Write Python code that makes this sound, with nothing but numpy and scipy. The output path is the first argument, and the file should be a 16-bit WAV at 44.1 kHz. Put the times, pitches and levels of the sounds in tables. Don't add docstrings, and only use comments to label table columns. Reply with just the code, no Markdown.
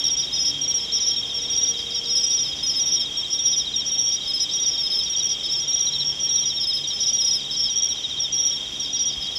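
import sys
import numpy as np
from scipy import signal
from scipy.fft import rfft, irfft
from scipy.io import wavfile
from scipy.ndimage import uniform_filter1d, map_coordinates

SR = 44100
rng = np.random.default_rng(int(sys.argv[2]) if len(sys.argv) > 2 else 0)


def volts_from_decibels(level):
    exponent = np.asarray(level, float) / 20
    return 10 ** exponent


def dump_mix(stems):
    frames = np.atleast_2d(stems).T
    limited = np.clip(frames, -1, 1)
    pcm = np.round(limited * 32767).astype(np.int16)
    wavfile.write(sys.argv[1], SR, pcm)


N = 413658

# (time from first full stroke [s], start pitch [Hz], level [dB], pitch fall [Hz])
SONG_MIDDLE = [
    (-.156, 5660, -21, 180),
    (0, 5668, -19.5, 105),
    (.0645, 5672, -19, 90),
    (.129, 5672, -19, 75),
]
SONG_HIGH = [
    (-.131, 5740, -26, 240),
    (0, 5790, -23, 190),
    (.0625, 5790, -22, 170),
    (.125, 5785, -21, 160),
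]
SONG_LOW = [
    (-.119, 5545, -30, 190),
    (0, 5560, -25, 80),
    (.062, 5570, -23.5, 70),
    (.124, 5570, -22, 70),
]
SONG_DEEP = [
    (-.15, 5132, -31, 120),
    (0, 5180, -25, 45),
    (.062, 5215, -23, 75),
    (.124, 5225, -22.5, 85),
]
SONG_LEVEL = [
    (-.15, 5250, -30, 85),
    (0, 5285, -27.5, 70),
    (.0635, 5285, -25, 35),
    (.127, 5283, -24, 25),
]
# (time of first full stroke [s], phrase gain [dB], lead stroke gain [dB])
MIDDLE_PHRASES = [(.038, -0.5, 0.0), (.613, -0.5, -1.5), (1.499, -.5, -2.5), (2.101, -1.5, -0.3),
                  (3.326, -0.5, -2.5), (3.915, -1, 0.3), (5.096, -2.2, -5.5), (5.677, -1.3, -1.3),
                  (6.226, -0.3, .4), (7.18, 0.0, -5.5), (7.757, -1.7, -1), (8.358, -4.5, 0.5)]
HIGH_PHRASES = [(.337, -3, -1), (0.938, -1.4, -4.5), (1.548, -1, -1.3), (2.265, 0.1, -5.0), (2.795, 0.8, 3),
                (3.436, -0.1, -2.5), (3.994, -1.3, 2.5), (4.535, 0.8, 2), (5.166, -0.7, -0.3),
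                (5.728, -1.3, 1.1), (6.329, -.4, 0.8), (7.004, 0.5, 0.2), (7.697, -1, -1),
                (8.324, 0.1, -3.0), (8.929, 0.7, -0.6)]
LOW_PHRASES = [(-.084, 1.5, 0.0), (1.039, 1.4, -30), (2.177, -5, 3), (2.848, 0.5, -0.5), (3.969, -1, -1),
               (4.654, -0.8, -1), (5.923, 0.6, -5.0), (6.476, -.4, -4), (8.34, -2.5, -5.5)]
DEEP_PHRASES = [
    (.323, -.3, .1),
    (2.089, -0.39, -.9),
    (2.63, -0.33, 2.4),
    (4.274, .3, -0.7),
    (4.831, .6, 1.01),
    (6.608, 0.7, 0.14),
    (7.206, 0.25, .1),
]
LEVEL_PHRASES = [(.326, -3, -4.0), (.944, -0.5, 0.5), (1.279, -12, -27), (2.301, -0.5, -1.5),
                 (2.867, -1.1, -5), (3.45, -0.3, 1.9), (4.865, 0.8, -2), (5.432, 1.5, 2.5),
                 (6.09, -12, -33), (6.931, 0.6, -2), (7.509, 1, -4.0), (9.354, 2, -3)]
# (time [s], start pitch [Hz], level [dB], pitch fall [Hz])
STRAYS = [
    (.922, 5550, -22, 200),
    (1.08, 5680, -23, 120),
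    (2.287, 5680, -21, 40),
    (8.525, 5570, -24, 70),
]
# (first stroke [s], last stroke [s], level [dB])
RUNS = [(-.005, .085, -33), (.181, .361, -31.5), (.454, .544, -33), (1.39, 1.665, -32), (1.743, 1.79, -29),
        (1.862, 1.958, -30.5), (2.054, 2.098, -31), (2.587, 2.635, -32), (2.734, 3.055, -32.5),
        (3.154, 3.245, -31), (3.341, 3.382, -30), (3.898, 3.982, -34), (4.072, 4.302, -32),
        (4.394, 4.631, -31), (4.733, 4.778, -30), (5.302, 5.532, -32), (5.628, 5.806, -32.5),
        (5.868, 5.999, -32), (6.988, 7.081, -32), (7.169, 7.543, -32), (7.64, 7.685, -29.5),
        (7.782, 7.825, -33), (8.332, 8.656, -34.5), (8.756, 8.987, -32.5), (9.081, 9.124, -30),
        (9.223, 9.314, -32)]
# (first stroke [s], last stroke [s], level [dB])
DRAWLS = [
    (.889, 1.297, -31.5),
    (2.171, 2.523, -31),
    (3.458, 3.806, -29),
    (4.852, 5.203, -29),
    (6.302, 6.904, -29.5),
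    (7.904, 8.241, -29),
]
# (first stroke [s], last stroke [s], level [dB])
SLOW_TRILLER = [
    (0.638, 1.131, -33.5),
    (3.656, 3.8, -33),
    (4.217, 4.505, -34),
    (5.72, 5.79, -36),
    (5.865, 6.003, -23),
    (6.28, 6.9, -34.5),
    (7.959, 8.172, -36),
]
# (first chirp [s], last chirp [s], level [dB])
TICKER = [
    (.052, .052, -32.5),
    (.198, .464, -34),
    (1.535, 1.535, -30),
    (1.643, 2.04, -31.5),
    (2.168, 2.7, -34),
    (4.098, 5.434, -33),
    (6.596, 7.651, -33.5),
    (8.831, 9.36, -31.5),
]
# (frequency shift [Hz], level [dB], blur [ratio])
IMAGES = [
    (3900, -35.5, .35),
    (5200, -53, 4),
    (5480, -54, 4),
    (6850, -41, .5),
    (7840, -45, .5),
]
# (time [s], firing rate [Hz], second order [dB], fourth order [dB])
ENGINE = [
    (0.0, 70.3, -53, -49),
    (0.13, 71.3, -51, -52.5),
    (4.78, 70.46, -55.5, -58),
    (6.19, 71.9, -52, -62.5),
    (9.09, 69.5, -56, -55),
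    (9.38, 71.7, -54, -55),
]
# (time [s], pitch [Hz], level [dB])
HUM = [
    (0.3, 470, -55),
    (1.2, 469.7, -57),
    (1.5, 470, -51),
    (2.25, 470, -51),
    (2.35, 468, -62),
]
# (time [s], peak level [dB])
BUMPS = [
    (4.245, -44),
    (9.168, -37),
]
# (time [s], level [dB])
TOWN = [
    (0.0, -46.5),
    (0.81, -46.5),
    (9.38, -48),
]
# (frequency [Hz], density [dB per Hz])
AIR = [(20, -16), (60, -1), (140, -4.5), (480, -7), (1000, -11.5), (1600, -16.5), (2400, -9.5),
       (2800, -6.5), (4300, -14), (4850, -9), (6300, -10.5), (7600, -17.5), (8400, -27.5), (13000, -31)]
# (frequency [Hz], side minus mid [dB])
WIDTH = [
    (60, -5),
    (150, 0),
    (450, 1.5),
    (1300, 5.5),
    (3000, -12),
]


def stroke(hz, fall_hz, length, rise, fade, hook_hz):
    t = np.arange(int(length * SR)) / SR
    end = np.clip(1 - (length - t) / fade, 0, 1)
    shape = np.sin(np.pi / 2 * np.minimum(t / rise, 1)) ** 2 * np.cos(np.pi / 2 * end)
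    pitch = hz - fall_hz * t / length - hook_hz * end ** 3
    return shape * np.exp(2j * np.pi * np.cumsum(pitch) / SR)


def strokes(rows, length, rise, fade, hook_hz, wobble_db, stretch=0, sag_db=0):
    out = np.zeros(N + 2 * SR, complex)
    for (s, hz, level_db, fall_hz), luck in zip(rows, rng.standard_normal((len(rows), 8))):
        one = stroke(hz, fall_hz, length + stretch * fall_hz, rise, fade, hook_hz)
        sagging_db = level_db - sag_db * fall_hz * np.linspace(-.4, .6, len(one))
        catch = np.interp(np.linspace(0, 6, len(one)), np.arange(7), luck[1:])
        at = int((s + 1) * SR)
        out[at:at + len(one)] += volts_from_decibels(sagging_db + wobble_db * catch) * one * np.exp(9j * luck[0])
    return out[SR:SR + N]


def phrases(song, rows):
    sag_hz_per_db = 22
    (lead_s, lead_hz, lead_db, lead_fall), *full = song
    leads = [(s + lead_s, lead_hz + sag_hz_per_db * soft_db, lead_db + soft_db, lead_fall)
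             for s, _, soft_db in rows]
    rest = [(s + later, hz, level_db + gain_db, fall)
            for s, gain_db, _ in rows for later, hz, level_db, fall in full]
    return leads + rest


def crowd(count, per_s, hz, spread_hz, fall_hz, length, level_db, sway_db):
    out = np.zeros(N + SR, complex)
    for pitch, (pace, start) in zip(np.linspace(-1, 1, count), rng.random((count, 2))):
        at = np.arange(start / per_s, N / SR, 1 / (per_s * (.96 + .08 * pace)))
        sway = np.interp(4 * at, np.arange(40), rng.standard_normal(40))
        gain = volts_from_decibels(level_db + sway_db * sway) * np.exp(9j * rng.random(len(at)))
        one = stroke(hz + spread_hz * pitch, fall_hz, length, rise=.2 * length, fade=.49 * length, hook_hz=40)
        out[(at * SR).astype(int)[:, None] + np.arange(len(one))] += gain[:, None] * one
    return out[:N]


def ringers():
    sung = (STRAYS + phrases(SONG_MIDDLE, MIDDLE_PHRASES) + phrases(SONG_HIGH, HIGH_PHRASES)
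            + phrases(SONG_LOW, LOW_PHRASES) + phrases(SONG_DEEP, DEEP_PHRASES)
            + phrases(SONG_LEVEL, LEVEL_PHRASES))
    rows = [(s - .003, hz + 8, level_db + 1.0, 1.212 * fall_hz) for s, hz, level_db, fall_hz in sung]
    near = strokes(rows, length=.054, rise=.007, fade=.02, hook_hz=300, wobble_db=2.0,
                   stretch=.00003, sag_db=.015)
    far = crowd(count=16, per_s=9.0, hz=5810, spread_hz=160, fall_hz=150, length=.05,
                level_db=-47.5, sway_db=3.5)
    far += crowd(count=22, per_s=8.0, hz=5396, spread_hz=283, fall_hz=107, length=.037,
                 level_db=-49.0, sway_db=7.0)
    far += crowd(count=5, per_s=30.0, hz=7150, spread_hz=750, fall_hz=250, length=.02,
                 level_db=-63, sway_db=8)
    return near + far


def runs(rows, gap):
    warm_up_db = -2.5
    out = []
    for first, last, level_db in rows:
        count = round((last - first) / gap) + 1
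        for k, s in enumerate(np.linspace(first, last, count)):
            out.append((s, level_db + warm_up_db * np.exp(-k)))
    return out


def trillers():
    sung = runs(RUNS, gap=.046) + runs(DRAWLS, gap=.069)
    luck = rng.standard_normal((len(sung), 2))
    low = [(s - .005, 3915 + 30 * v, level_db + 4.0 + 1.1 * w, 380)
           for (s, level_db), (v, w) in zip(sung, luck)]
    high = [(s - .004, 4150, level_db, 600)
            for first, last, level_db in SLOW_TRILLER for s in np.arange(first, last + .03, .07)]
    near = strokes(low + high, length=.0382, rise=.0086, fade=.014, hook_hz=60, wobble_db=-1.5)
    weak = crowd(count=5, per_s=22.0, hz=3800, spread_hz=80, fall_hz=280, length=.03,
                 level_db=-46.5, sway_db=2.2)
    fast = crowd(count=18, per_s=43.0, hz=3344.4, spread_hz=70.7, fall_hz=231, length=.0166,
                 level_db=-39.5, sway_db=3.0)
    single = crowd(count=1, per_s=33.0, hz=3750, spread_hz=0, fall_hz=230, length=.022,
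                   level_db=-36, sway_db=1.5)
    return near + weak + fast + single


def ticker():
    chirps = runs(TICKER, gap=.133)
    rows = [(s + .0142 * k - .003, 5480, level_db, 1200) for s, level_db in chirps for k in range(4)]
    return strokes(rows, length=.012, rise=.003, fade=.008, hook_hz=50, wobble_db=3)


def grass(x, t60, level_db):
    t = np.arange(int(.3 * SR)) / SR
    tail = rng.standard_normal(len(t)) * volts_from_decibels(-60 * t / t60)
    return x + volts_from_decibels(level_db) * signal.fftconvolve(x, tail / np.linalg.norm(tail))[:N]


def recorder_images(loud):
    t = np.arange(N) / SR
    shiver = drift(220) + 1j * drift(200)
    shifts = sum(volts_from_decibels(level_db) * (1 + blur * shiver) * np.exp(2j * np.pi * hz * t)
                 for hz, level_db, blur in IMAGES)
    deep = signal.sosfilt(signal.ellip(6, 1, 28, 5230, fs=SR, output="sos"), loud)
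    overtone = volts_from_decibels(-12) * deep ** 2 * (1 + .4 * shiver)
    mirror = volts_from_decibels(-41) * np.conj(deep) * np.exp(2j * np.pi * 16980 * t)
    return loud * shifts + overtone + mirror


def airship():
    t = np.arange(N) / SR
    s, hz, second_db, fourth_db = np.transpose(ENGINE)
    turn = 2 * np.pi * np.cumsum(np.interp(t, s, hz) + .295 * drift(5.0)) / SR
    even = volts_from_decibels(np.interp(t, s, second_db)) * np.sin(2 * turn)
    even += volts_from_decibels(np.interp(t, s, fourth_db)) * np.sin(4 * turn)
    even *= volts_from_decibels(2.5 * drift(6.0) - 1)
    rest = sum(volts_from_decibels(level_db + 3 * drift(2.5)) * np.sin(k * turn)
               for k, level_db in zip((1, 3, 5, 6), (-65, -61, -63, -65)))
    return np.sqrt(2) * (even + rest)


def passing_motor():
    t = np.arange(N) / SR
    s, hz, level_db = np.transpose(HUM)
    turn = 2 * np.pi * np.cumsum(np.interp(t, s, hz)) / SR
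    return np.sqrt(2) * volts_from_decibels(np.interp(t, s, level_db, -99, -99)) * np.sin(turn)


def bumps():
    t = np.arange(N) / SR
    hz, length_s = 58, .037
    out = np.zeros(N)
    for s, peak_db in BUMPS:
        hump = np.sin(np.pi * np.clip((t - s) / length_s, 0, 1))
        out += volts_from_decibels(peak_db) * np.sin(2 * np.pi * hz * (t - s)) * hump
    return out


def town_air():
    t = np.arange(N) / SR
    level = volts_from_decibels(np.interp(t, *np.transpose(TOWN)) + 6.5)
    wide = [(hz, level_db + at_hz(WIDTH, hz)) for hz, level_db in AIR]
    mid = level * volts_from_decibels(.5 * drift(3.09)) * coloured(AIR)
    side = level * volts_from_decibels(-21 + 2.4 * drift(3.5)) * coloured(wide)
    return mid, side


def at_hz(points, hz):
    return np.interp(np.log(hz), np.log(np.array(points)[:, 0]), np.array(points)[:, 1])


def coloured(points):
    hz = np.maximum(np.fft.rfftfreq(N, 1 / SR), 1)
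    x = irfft(rfft(rng.standard_normal(N)) * volts_from_decibels(at_hz(points, hz)), N)
    return x / np.std(x)


def drift(rate):
    knots = rng.standard_normal(int(N / SR * rate) + 3)
    return map_coordinates(knots, [np.arange(N) / SR * rate], order=3)


def masked_out(x, near_db, far_db, slope_db):
    hz, _, frames = signal.stft(x, SR, nperseg=2048)
    rows = np.arange(len(hz)) // 8
    power = np.add.reduceat(np.abs(frames) ** 2, np.arange(0, len(hz), 8))
    power = uniform_filter1d(power, size=3, axis=1)
    band_db = 10 * np.log10(power + 1e-20)
    apart = np.abs(np.arange(len(power))[:, None] - power.argmax(axis=0))
    band_db += 5 * uniform_filter1d(rng.standard_normal(power.shape), size=5, axis=1)
    hidden = band_db < band_db.max(axis=0) + np.maximum(near_db - slope_db * apart, far_db)
    return signal.istft(frames * ~hidden[rows], SR, nperseg=2048)[1][:N]


def scene():
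    loud = grass(ringers() + ticker(), t60=.1, level_db=-14)
    low = grass(trillers(), t60=.15, level_db=-22.0)
    insects = (loud + recorder_images(loud) + low).real
    hum = passing_motor()
    air_mid, air_side = town_air()
    mid = insects + airship() + hum + bumps() + air_mid
    side = air_side + .13 * hum
    return np.array([mid + side, mid - side])


def band_limit(x):
    return signal.sosfilt(signal.butter(12, 13780, fs=SR, output="sos"), x)


def record(dry):
    mid, side = (dry[0] + dry[1]) / 2, (dry[0] - dry[1]) / 2
    mid = masked_out(mid, near_db=-31.5, far_db=-48, slope_db=1.3)
    mid = signal.sosfilt(signal.cheby2(14, 35, 13850, fs=SR, output="sos"), mid)
    side = masked_out(side, near_db=-3, far_db=-5, slope_db=.3)
    return band_limit(np.array([mid + side, mid - side]))


dry = scene()
out = record(dry)
dump_mix(out)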